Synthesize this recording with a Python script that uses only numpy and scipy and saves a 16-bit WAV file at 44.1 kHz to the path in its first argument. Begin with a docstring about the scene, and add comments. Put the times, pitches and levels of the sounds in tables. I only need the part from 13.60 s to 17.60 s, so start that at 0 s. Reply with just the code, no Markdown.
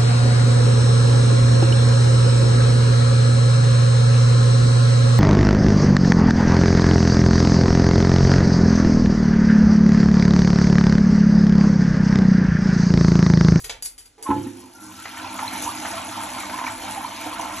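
"""A lever clicks and scrapes, then a toilet flushes in a small tiled bathroom, heard from just above the bowl.
Bursts of random impacts make the lever; decaying modes and short notes make the cistern's thumps and gulps.
The filling flush pipe sings as a wavering sine; coloured drops and rising chirps make the water spray from
the rim, splash and churn in the bowl. Big bubbles are swelling sines; room noise and a low rumble lie beneath."""
import sys
import numpy as np
from scipy import signal
from scipy.fft import rfft, irfft, next_fast_len
from scipy.io import wavfile
from scipy.ndimage import uniform_filter1d

SR = 44100
rng = np.random.default_rng(int(sys.argv[2]) if len(sys.argv) > 2 else 0)


def to_wav(sig):
    """Store sig (one row per channel, or 1-D mono) as 16-bit WAV at the path in sys.argv[1].

    Samples outside -1..1 are clipped; the rate is SR.
    """
    pcm = np.clip(np.atleast_2d(sig), -1, 1) * 32767
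    pcm = np.round(pcm).astype(np.int16)
    wavfile.write(sys.argv[1], SR, pcm.T)  # frames by channels


N = 176400  # samples, 4 s

# Spectrum of water slapping. Each row: frequency in Hz, relative level in dB.
SLAP_COLOUR = [(500,-14),(800,5),(1400,-0.5),(2200,-1.5),(3000,-9.5),(6000,-15),(10000,-30)]


def undb(db):
    """A level in decibels is twenty times the logarithm of the amplitude gain returned."""
    return 10 ** (np.asarray(db) / 20)


def unit(x):
    """Dividing by the root mean square gives a signal unit effective amplitude."""
    return x / np.sqrt(np.mean(x ** 2) + 1e-20)


def curve(rows, column=1):
    """A slow gain envelope: levels in dB interpolated linearly over time, from rows of (s, dB, ..)."""
    rows = np.array(rows)
    return undb(np.interp(np.arange(N) / SR, rows[:, 0], rows[:, column]))


def colour(x, points):
    """Minimum-phase filtering: folding the cepstrum makes a causal response through (Hz, dB); rms 1."""
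    size = next_fast_len(N + N // 10, real=True) * 2
    hz, db = np.array(points).T
    octave = np.log2(np.maximum(np.arange(size // 2 + 1) * SR / size, 1))
    beyond = np.abs(octave - np.clip(octave, np.log2(hz[0]), np.log2(hz[-1])))
    # outside the points the level falls 20 dB per octave, for two octaves
    level_db = np.interp(octave, np.log2(hz), db) - 20 * np.minimum(beyond, 2)
    cepstrum = irfft(np.log(undb(level_db)))
    cepstrum[1:size // 2] *= 2
    cepstrum[size // 2 + 1:] = 0
    response = np.exp(rfft(cepstrum))
    return unit(irfft(rfft(x, size) * response)[:N])


def noise(points):
    """White noise holds all frequencies equally; a filter gives it its colour."""
    return colour(rng.standard_normal(N), points)


def decay(t, t60):
    """Exponential decay, by 60 dB in t60 seconds."""
    return np.exp(-np.log(1000) * t / t60)


def ring(x, modes):
    """Modal synthesis: a force is convolved with decaying cosines, rows of (Hz, dB, t60 s)."""
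    t = np.arange(SR) / SR
    response = sum(undb(db) * np.cos(2 * np.pi * hz * t) * decay(t, t60) for hz, db, t60 in modes)
    return signal.fftconvolve(x, response)[:N]


def walk(count):
    """Slow random fluctuation: smoothed random steps, count of them a second; rms 1."""
    step = SR // count
    steps = np.repeat(rng.standard_normal(N // step + 1), step)
    return unit(uniform_filter1d(steps, step)[:N])


def drops(rate, spread_db):
    """A Poisson-like shower: independent impulses, rate a second on average, of random sign and uneven size."""
    size = undb(spread_db * np.clip(rng.standard_normal(N), -2.5, 2.5))
    return (rng.random(N) < rate / SR) * size * rng.choice([-1, 1], N)


def chirps(rate, low_hz, high_hz, cycles, spread_db):
    """Bubble resonance: a crowd of decaying notes rising in pitch, each dying by 1/e in the given cycles."""
    glide = 0.053  # share of the starting pitch gained in one 1/e decay time
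    out = np.zeros(N + SR)
    candidates = np.column_stack([rng.random((6000, 3)), rng.standard_normal(6000)])
    for at, pitch, keep, size in candidates:
        if keep < rate * N / SR / 6000:  # leaves about rate chirps a second
            hz = low_hz * (high_hz / low_hz) ** pitch
            age = np.arange(int(5 * cycles * SR / hz)) * hz / SR / cycles  # in decay times
            tone = np.sin(2 * np.pi * cycles * age * (1 + glide * age / 2))
            i = int(at * N)
            out[i:i + len(age)] += undb(spread_db * min(size, 2)) * hz * np.exp(-age) * tone
    return out[:N]


def room(x, wet_db):
    """Diffuse reverberation: direct sound plus decaying noise, whose channels differ most in mid register."""
    t = np.arange(SR // 2) / SR
    mid, side = rng.standard_normal((2, len(t)))
    side = signal.sosfilt(signal.butter(1, [450, 5000], "band", fs=SR, output="sos"), side)
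    tail = mid + 0.58 * side * np.array([[1], [-1]])
    body = signal.sosfilt(signal.butter(2, 3000, fs=SR, output="sos"), tail)
    treble = tail - body
    tail = body * decay(t, t60=0.32) + treble * decay(t, t60=0.21)
    tail *= t > .003  # the tail starts 3 ms after the direct sound
    tail *= undb(wet_db) / np.sqrt(np.sum(tail ** 2) / 2)
    wet = signal.fftconvolve(x[None], tail, axes=1)[:, :N]
    return (x + wet) / np.sqrt(1 + undb(wet_db) ** 2)


def water():
    """Many small impacts and bubble notes merge: the pool churns and gurgles, drops splash, spray hits porcelain."""
    # Each row: time in seconds, churn level in dB, gurgle in dB, splash in dB, spray in dB.
    flow = [(.58,-69,-101,-74,-86),(.68,-44,-35,-47,-45.5),(.9,-42,-59,-53,-50.5),(1.12,-59,-56,-59.5,-51.5),(1.24,-45,-51,-54.5,-44),
            (1.42,-48,-51.5,-44.5,-45.5),(1.56,-49.5,-42,-42,-42.5),(1.66,-42.5,-36.5,-40,-43.5),(1.76,-43,-39.5,-43.5,-40),(1.86,-43.5,-36.5,-37,-37.5),
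            (2.05,-40.5,-38,-39.5,-35),(2.3,-41,-34.5,-38.5,-37.5),(2.65,-42.5,-36,-38.5,-37.5),(3.05,-42,-37,-40.5,-40),(3.4,-43.5,-37,-39.5,-39.5),(4,-42.5,-34,-40,-40)]
    # Spectra of the four registers. Each row: frequency in Hz, relative level in dB.
    churn_colour = [(58,-10),(78,-4),(130,-3),(166,-16.5),(200,4),(228,-10),(258,9.5),(278,-9),(305,7.5),(350,-3.5),(420,-16.5),(700,-37.5)]
    gurgle_colour = [(330,-47.5),(450,-13.5),(505,-10),(540,-13),(730,0.5),(800,-1.5),(920,3),(1100,-3.5),(1400,-6),(1900,-20)]
    splash_colour = [(800,-17),(1500,-1),(2000,-0.5),(2350,2.5),(2750,-0.5),(3050,1.5),(3500,-2.5),(4300,-3),(6000,-13.5)]
    spray_colour = [(2500,-13),(4500,-5),(6000,-1),(8500,-2),(10400,2.5),(11300,-2),(12200,-11),(13600,-23),(15500,-63)]

    surge = undb(1.0 * walk(count=24))  # 1 dB rms, shared by all registers
    churn = colour(drops(rate=900, spread_db=2.0), churn_colour) * curve(flow, column=1)
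    gurgle = chirps(rate=320, low_hz=446.2, high_hz=2036, cycles=5.1, spread_db=3)
    gurgle = colour(gurgle, gurgle_colour) * curve(flow, column=2)

    tinkle = unit(chirps(rate=430, low_hz=1374, high_hz=5160, cycles=10.6, spread_db=3.1))
    patter = unit(drops(rate=1300, spread_db=0.9)) + undb(-5.5) * tinkle
    splash = colour(patter, splash_colour) * curve(flow, column=3) * undb(0.38 * walk(count=50))

    fine_bubbles = unit(chirps(rate=600, low_hz=4000, high_hz=12530, cycles=10, spread_db=4.8))
    fizz = unit(drops(rate=1600, spread_db=5)) + undb(-2) * fine_bubbles
    spray = colour(fizz, spray_colour) * curve(flow, column=4) * undb(1.5 * walk(count=50))

    low = room(churn * surge, wet_db=-12.0) + room(gurgle * surge, wet_db=-2)
    return low + room(splash * surge, wet_db=-3.0) + room(spray * surge, wet_db=-3.0)


def big_bubbles():
    """Air pockets as resonators: each bursting bubble is a sine that swells and dies as its pitch rises; a low
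    note of the cistern near 260 Hz is made the same way."""
    # Each row: time of the peak in seconds, pitch there in Hz, level in dB, swell time scale in seconds. The #
    # first row is the cistern's low note just after its thump at 0.866 s; the rest are bubbles.
    bubbles = [(0.871,260.4,-22.5,0.00695),(1.46,2020,-32,0.0044),(1.578,1780,-34,.006),(1.649,995,-25.5,0.0034),(1.794,1356,-22.5,0.0016),(1.831,867,-18.5,0.0031),(1.85,917,-23.5,0.0042),
               (1.881,4110,-21,0.0017),(2.065,924,-19,.0015),(2.078,945,-16.5,0.0034),(2.093,1153,-22,.003),(2.2535,908,-22.5,0.0019),(2.27,646,-28,.005),(2.578,102,-43,0.029),(2.806,2330,-28,0.0022),(2.837,1196,-26.5,0.0023),
               (2.897,645,-28.5,0.0048),(2.942,1020,-27,0.0065),(2.991,1016,-29,.003),(3.015,980,-23,.004),(3.048,964,-20.5,0.003),(3.068,2290,-17.5,0.0015),(3.079,1004,-24,0.0024),(3.081,1900,-26,.002),(3.285,885,-29,.006),(3.381,806,-25.5,0.0064),
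               (3.45,958,-18.5,.0025),(3.619,2360,-27,0.0022),(3.666,525,-34,0.0042),(3.672,737,-30,0.0066),(3.672,297,-32.5,0.0087),(3.798,950,-17.5,0.0018),(3.859,920,-20.5,0.0014),(3.9,890,-33.5,.005)]
    out = np.zeros(N + SR)
    for at, hz, db, swell in bubbles:
        lead = int(4 * swell * SR)
        age = np.arange(-lead, int(8 * swell * SR)) / SR
        start = int(at * SR) - lead
        size = undb(db) / np.cosh(1.4 * age / swell)
        pitch = hz * (1 + 0.043 * np.tanh(age / swell / 2))
        out[start:start + len(age)] += size * np.sin(2 * np.pi * np.cumsum(pitch) / SR)
    return room(out[:N], wet_db=-7)


def splashes():
    """Impact noise: sheets of water slap the pool as dense drops under a sudden, decaying force."""
    # Each row: start in seconds, level in dB, 1/e decay time in seconds.
    slaps = [(1.455,-28.5,0.011),(1.572,-32.5,0.01),(1.789,-25.5,0.0081),(1.91,-39,0.012),(2.25,-26.5,0.016),(2.896,-25,0.008),(2.986,-28.5,0.018),(3.039,-26,0.0084),(3.069,-26,0.012)]
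    t = np.arange(N) / SR
    force = sum(undb(db) * (t >= at) * np.exp(-np.abs(t - at) / length) for at, db, length in slaps)
    return room(force * colour(drops(rate=4000, spread_db=0.99), SLAP_COLOUR), wet_db=-5.5)


def cistern():
    """Forced resonance: as the valve opens, gulps of air excite the cavity and water thumps the tank's modes."""
    # Each row: time in seconds, impulse level in dB, full width at 1/e in seconds.
    thumps = [(.691,-16,0.0017),(0.7048,-14,0.0019),(0.764,-22.5,0.0015),(0.866,-30,0.0017),(1.036,-45.5,0.00086)]
    # Modes of cistern and pipe. Each row: frequency in Hz, level in dB, t60 in seconds.
    tank_modes = [(79.5,-28,0.73),(104.2,-10.5,0.29),(134,-13,0.29),(256,-16,1),(292.5,3,0.21),(327,2.5,0.41),(354,-13,0.83),(446.4,-11.5,0.46),(517,-15,0.86)]
    # Air in the valve. Each row: peak time in seconds, pitch in Hz, level in dB, standard deviation in seconds.
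    gulps = [(0.67,1074,-23.5,0.0069),(0.69,930,-25,0.0034),(0.7055,904,-16,0.0031),(0.714,1018,-15,0.0039),(0.733,880,-25.5,0.0028),(0.866,860,-37,0.007),(1.03,1030,-47,0.0068)]
    # Air in the cistern. Each row: frequency in Hz, level in dB, t60 in seconds.
    cavity_modes = [(861,-10.5,0.21),(970,-18,0.15),(1050,-17.5,0.18),(1318,-15.5,0.11),(1475,-24.5,0.086),(1700,-29,0.11),(2020,-31,0.063),(2480,-36,0.11)]
    fill_s = 0.009  # integration time of the cavity's response

    t = np.arange(N) / SR
    push, gulp, air = np.zeros((3, N))
    for at, db, length in thumps:
        pulse = np.exp(-((t - at) / (length / 2)) ** 2)
        push += undb(db) * pulse / pulse.sum()
    for at, hz, db, length in gulps:
        size = undb(db) * np.exp(-.5 * ((t - at) / length) ** 2)
        gulp += size
        air += size * np.cos(2 * np.pi * hz * (t - at))
    for hz, db, t60 in cavity_modes:
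        swell = signal.lfilter([1 / (fill_s * SR)], [1, -decay(1 / SR, t60)], gulp)
        air += undb(db) * swell * np.sin(2 * np.pi * hz * (t - gulps[0][0]))
    high_pass = signal.butter(4, 62, "high", fs=SR, output="sos")
    tank = signal.sosfilt(high_pass, ring(push, tank_modes))
    breath = undb(-20) * gulp * noise(SLAP_COLOUR[:-2])
    return room(tank, wet_db=-3) + room(air + breath, wet_db=-13.5)


def lever():
    """Stick-slip friction: gritty bursts as the handle catches and slips, sharp contacts and a ringing linkage."""
    # Each row: peak in seconds, knock level in dB, clack in dB, tick in dB, 1/e rise and decay in seconds.
    clicks = [(0.001,-55.5,-49,-36.5,0.001,0.021),(0.044,-44.5,-32,-32,0.002,0.014),(0.096,-34,-21.5,-33.5,0.0007,0.01),(0.224,-67,-45,-24,0.0003,0.0077),(0.26,-55,-38.5,-22.5,0.008,0.0059),
              (0.38,-62,-46.5,-39,0.0003,0.025),(0.459,-65,-53,-44,0.003,0.0093),(0.581,-47.5,-59,-60,0.0014,0.057),(0.626,-44,-43.5,-31,0.00044,0.017)]
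    # Spectra of the lever's three parts. Each row: frequency in Hz, relative level in dB.
    knock_colour = [(150,-28),(450,8),(650,-3.5),(900,2.5),(1400,-13),(2200,-9),(4000,-43)]
    clack_colour = [(700,-12.5),(2000,1.5),(3200,3),(6000,0),(8000,-2),(10000,-34),(14000,-39)]
    tick_colour = [(2000,-28),(5000,-7),(7500,3),(10300,6.5),(12000,-4),(14000,-44)]
    # Sharp contacts in the linkage. Each row: start in seconds, level in dB.
    contacts = [(0.0225,-24),(.0435,-38),(.0477,-19.5),(0.2249,-18.5),(0.242,-25),(.2545,-33)]
    contact_s = 0.00044  # 1/e decay time
    # Small rings of the linkage. Each row: frequency in Hz, level in dB, t60 in seconds.
    linkage_modes = [(4680,-29,0.055),(6340,-39,0.046),(7300,-44,.04),(10300,-38,0.045),(10470,-28,0.05)]

    t, out, ticks = np.arange(N) / SR, np.zeros(N), np.zeros(N)
    colours = (knock_colour, clack_colour, tick_colour)
    parts = np.array([colour(drops(rate=8300, spread_db=5.9), c) for c in colours])
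    for at, knock, clack, tick, rise, length in clicks:
        burst = np.exp(-np.abs(t - at) / np.where(t < at, rise, length))
        out += undb([knock, clack, tick]) @ parts * burst
        ticks += undb(tick) * burst
    snaps = sum(undb(db) * (t >= at) * np.exp(-np.abs(t - at) / contact_s) for at, db in contacts)
    out += noise(tick_colour) * snaps
    linkage = ring(ticks * rng.standard_normal(N), linkage_modes)
    return room(out + linkage, wet_db=-2)


def wavering_tone(hz):
    """Random modulation: a sine wanders by 24 Hz rms in pitch and by its own mean in amplitude; rms 1."""
    waver = 1 + walk(count=60)
    pitch = hz + 24 * walk(count=60)
    return unit(waver * np.sin(2 * np.pi * np.cumsum(pitch) / SR))


def pipe():
    """Air-column tone: air squeezed from the filling flush pipe sings one thin note with faint companions."""
    # Each row: time in seconds, level of the main note in dB.
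    sing = [(1.1,-85),(1.16,-51),(1.3,-51),(1.41,-40.5),(1.45,-50),(1.6,-47),(2.0,-57)]
    # Each row: companion's frequency in Hz, level relative to the main note in dB.
    companions = [(840,-17),(1395,-6.5),(1530,-10.5)]
    voice = wavering_tone(1357) + sum(undb(db) * wavering_tone(hz) for hz, db in companions)
    return room(voice * curve(sing), wet_db=-11)


def handling_rumble():
    """Structure-borne noise: the hand-held microphone picks up a low rumble, here noise of varying level."""
    # Each row: time in seconds, level in dB.
    rumble_level = [(0,-47),(.1,-51),(.3,-58),(1.2,-88),(2.4,-73),(2.65,-58),(4,-59)]
    rumble_colour = [(24, -30), (32, -16), (41, -10.5), (55, -21.5), (120, -26.5)]  # Hz, dB
    return noise(rumble_colour) * curve(rumble_level)


def quiet_room():
    """Diffuse background: steady noise, mostly reverberant, fills the room."""
    # Each row: frequency in Hz, relative level in dB.
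    quiet_colour = [(42,5),(100,-33),(400,-9),(2000,-17),(10000,-12),(15000,-70)]
    return undb(-62) * room(noise(quiet_colour), wet_db=12)


def scene():
    """Superposition: the pressures of all sources add, over a quiet room and faint handling rumble."""
    flush = water() + big_bubbles() + splashes() + cistern() + lever() + pipe()
    return flush + handling_rumble() + quiet_room()


def record(dry):
    """Interchannel difference: two microphone ports differ in phase and level; deepest bass and top are cut."""
    # Phase by which the left port leads. Each row: frequency in Hz, phase in radians.
    port_phase = [(0,0),(1600,.1),(2600,.6),(3900,.8),(4400,1.5),(4850,3.14),(5300,5.3),(6000,6.28),(7000,7.3),(9050,9.42),(11000,11.4),(11900,12.56),(15000,12.56)]
    # Right channel over left. Each row: frequency in Hz, level difference in dB.
    right_db = [(60,1.5),(200,1),(380,4.5),(700,5),(1000,1),(1300,-1),(2400,0.5),(4000,-0.5)]
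    size = next_fast_len(N + N // 10, real=True) * 2
    f = np.arange(size // 2 + 1) * SR / size
    log_gain = np.log(undb(-np.interp(f, *np.array(right_db).T)))
    ratio = log_gain + 1j * np.interp(f, *np.array(port_phase).T)  # left over right
    halves = np.exp(np.array([ratio, -ratio]) / 2)
    ports = irfft(rfft(dry, size) * halves)[:, :N]
    ports = signal.sosfilt(signal.butter(4, 31, "high", fs=SR, output="sos"), ports)
    return signal.sosfilt(signal.ellip(8, .2, 70, 14800, fs=SR, output="sos"), ports)


dry = scene()
out = record(dry)
to_wav(out)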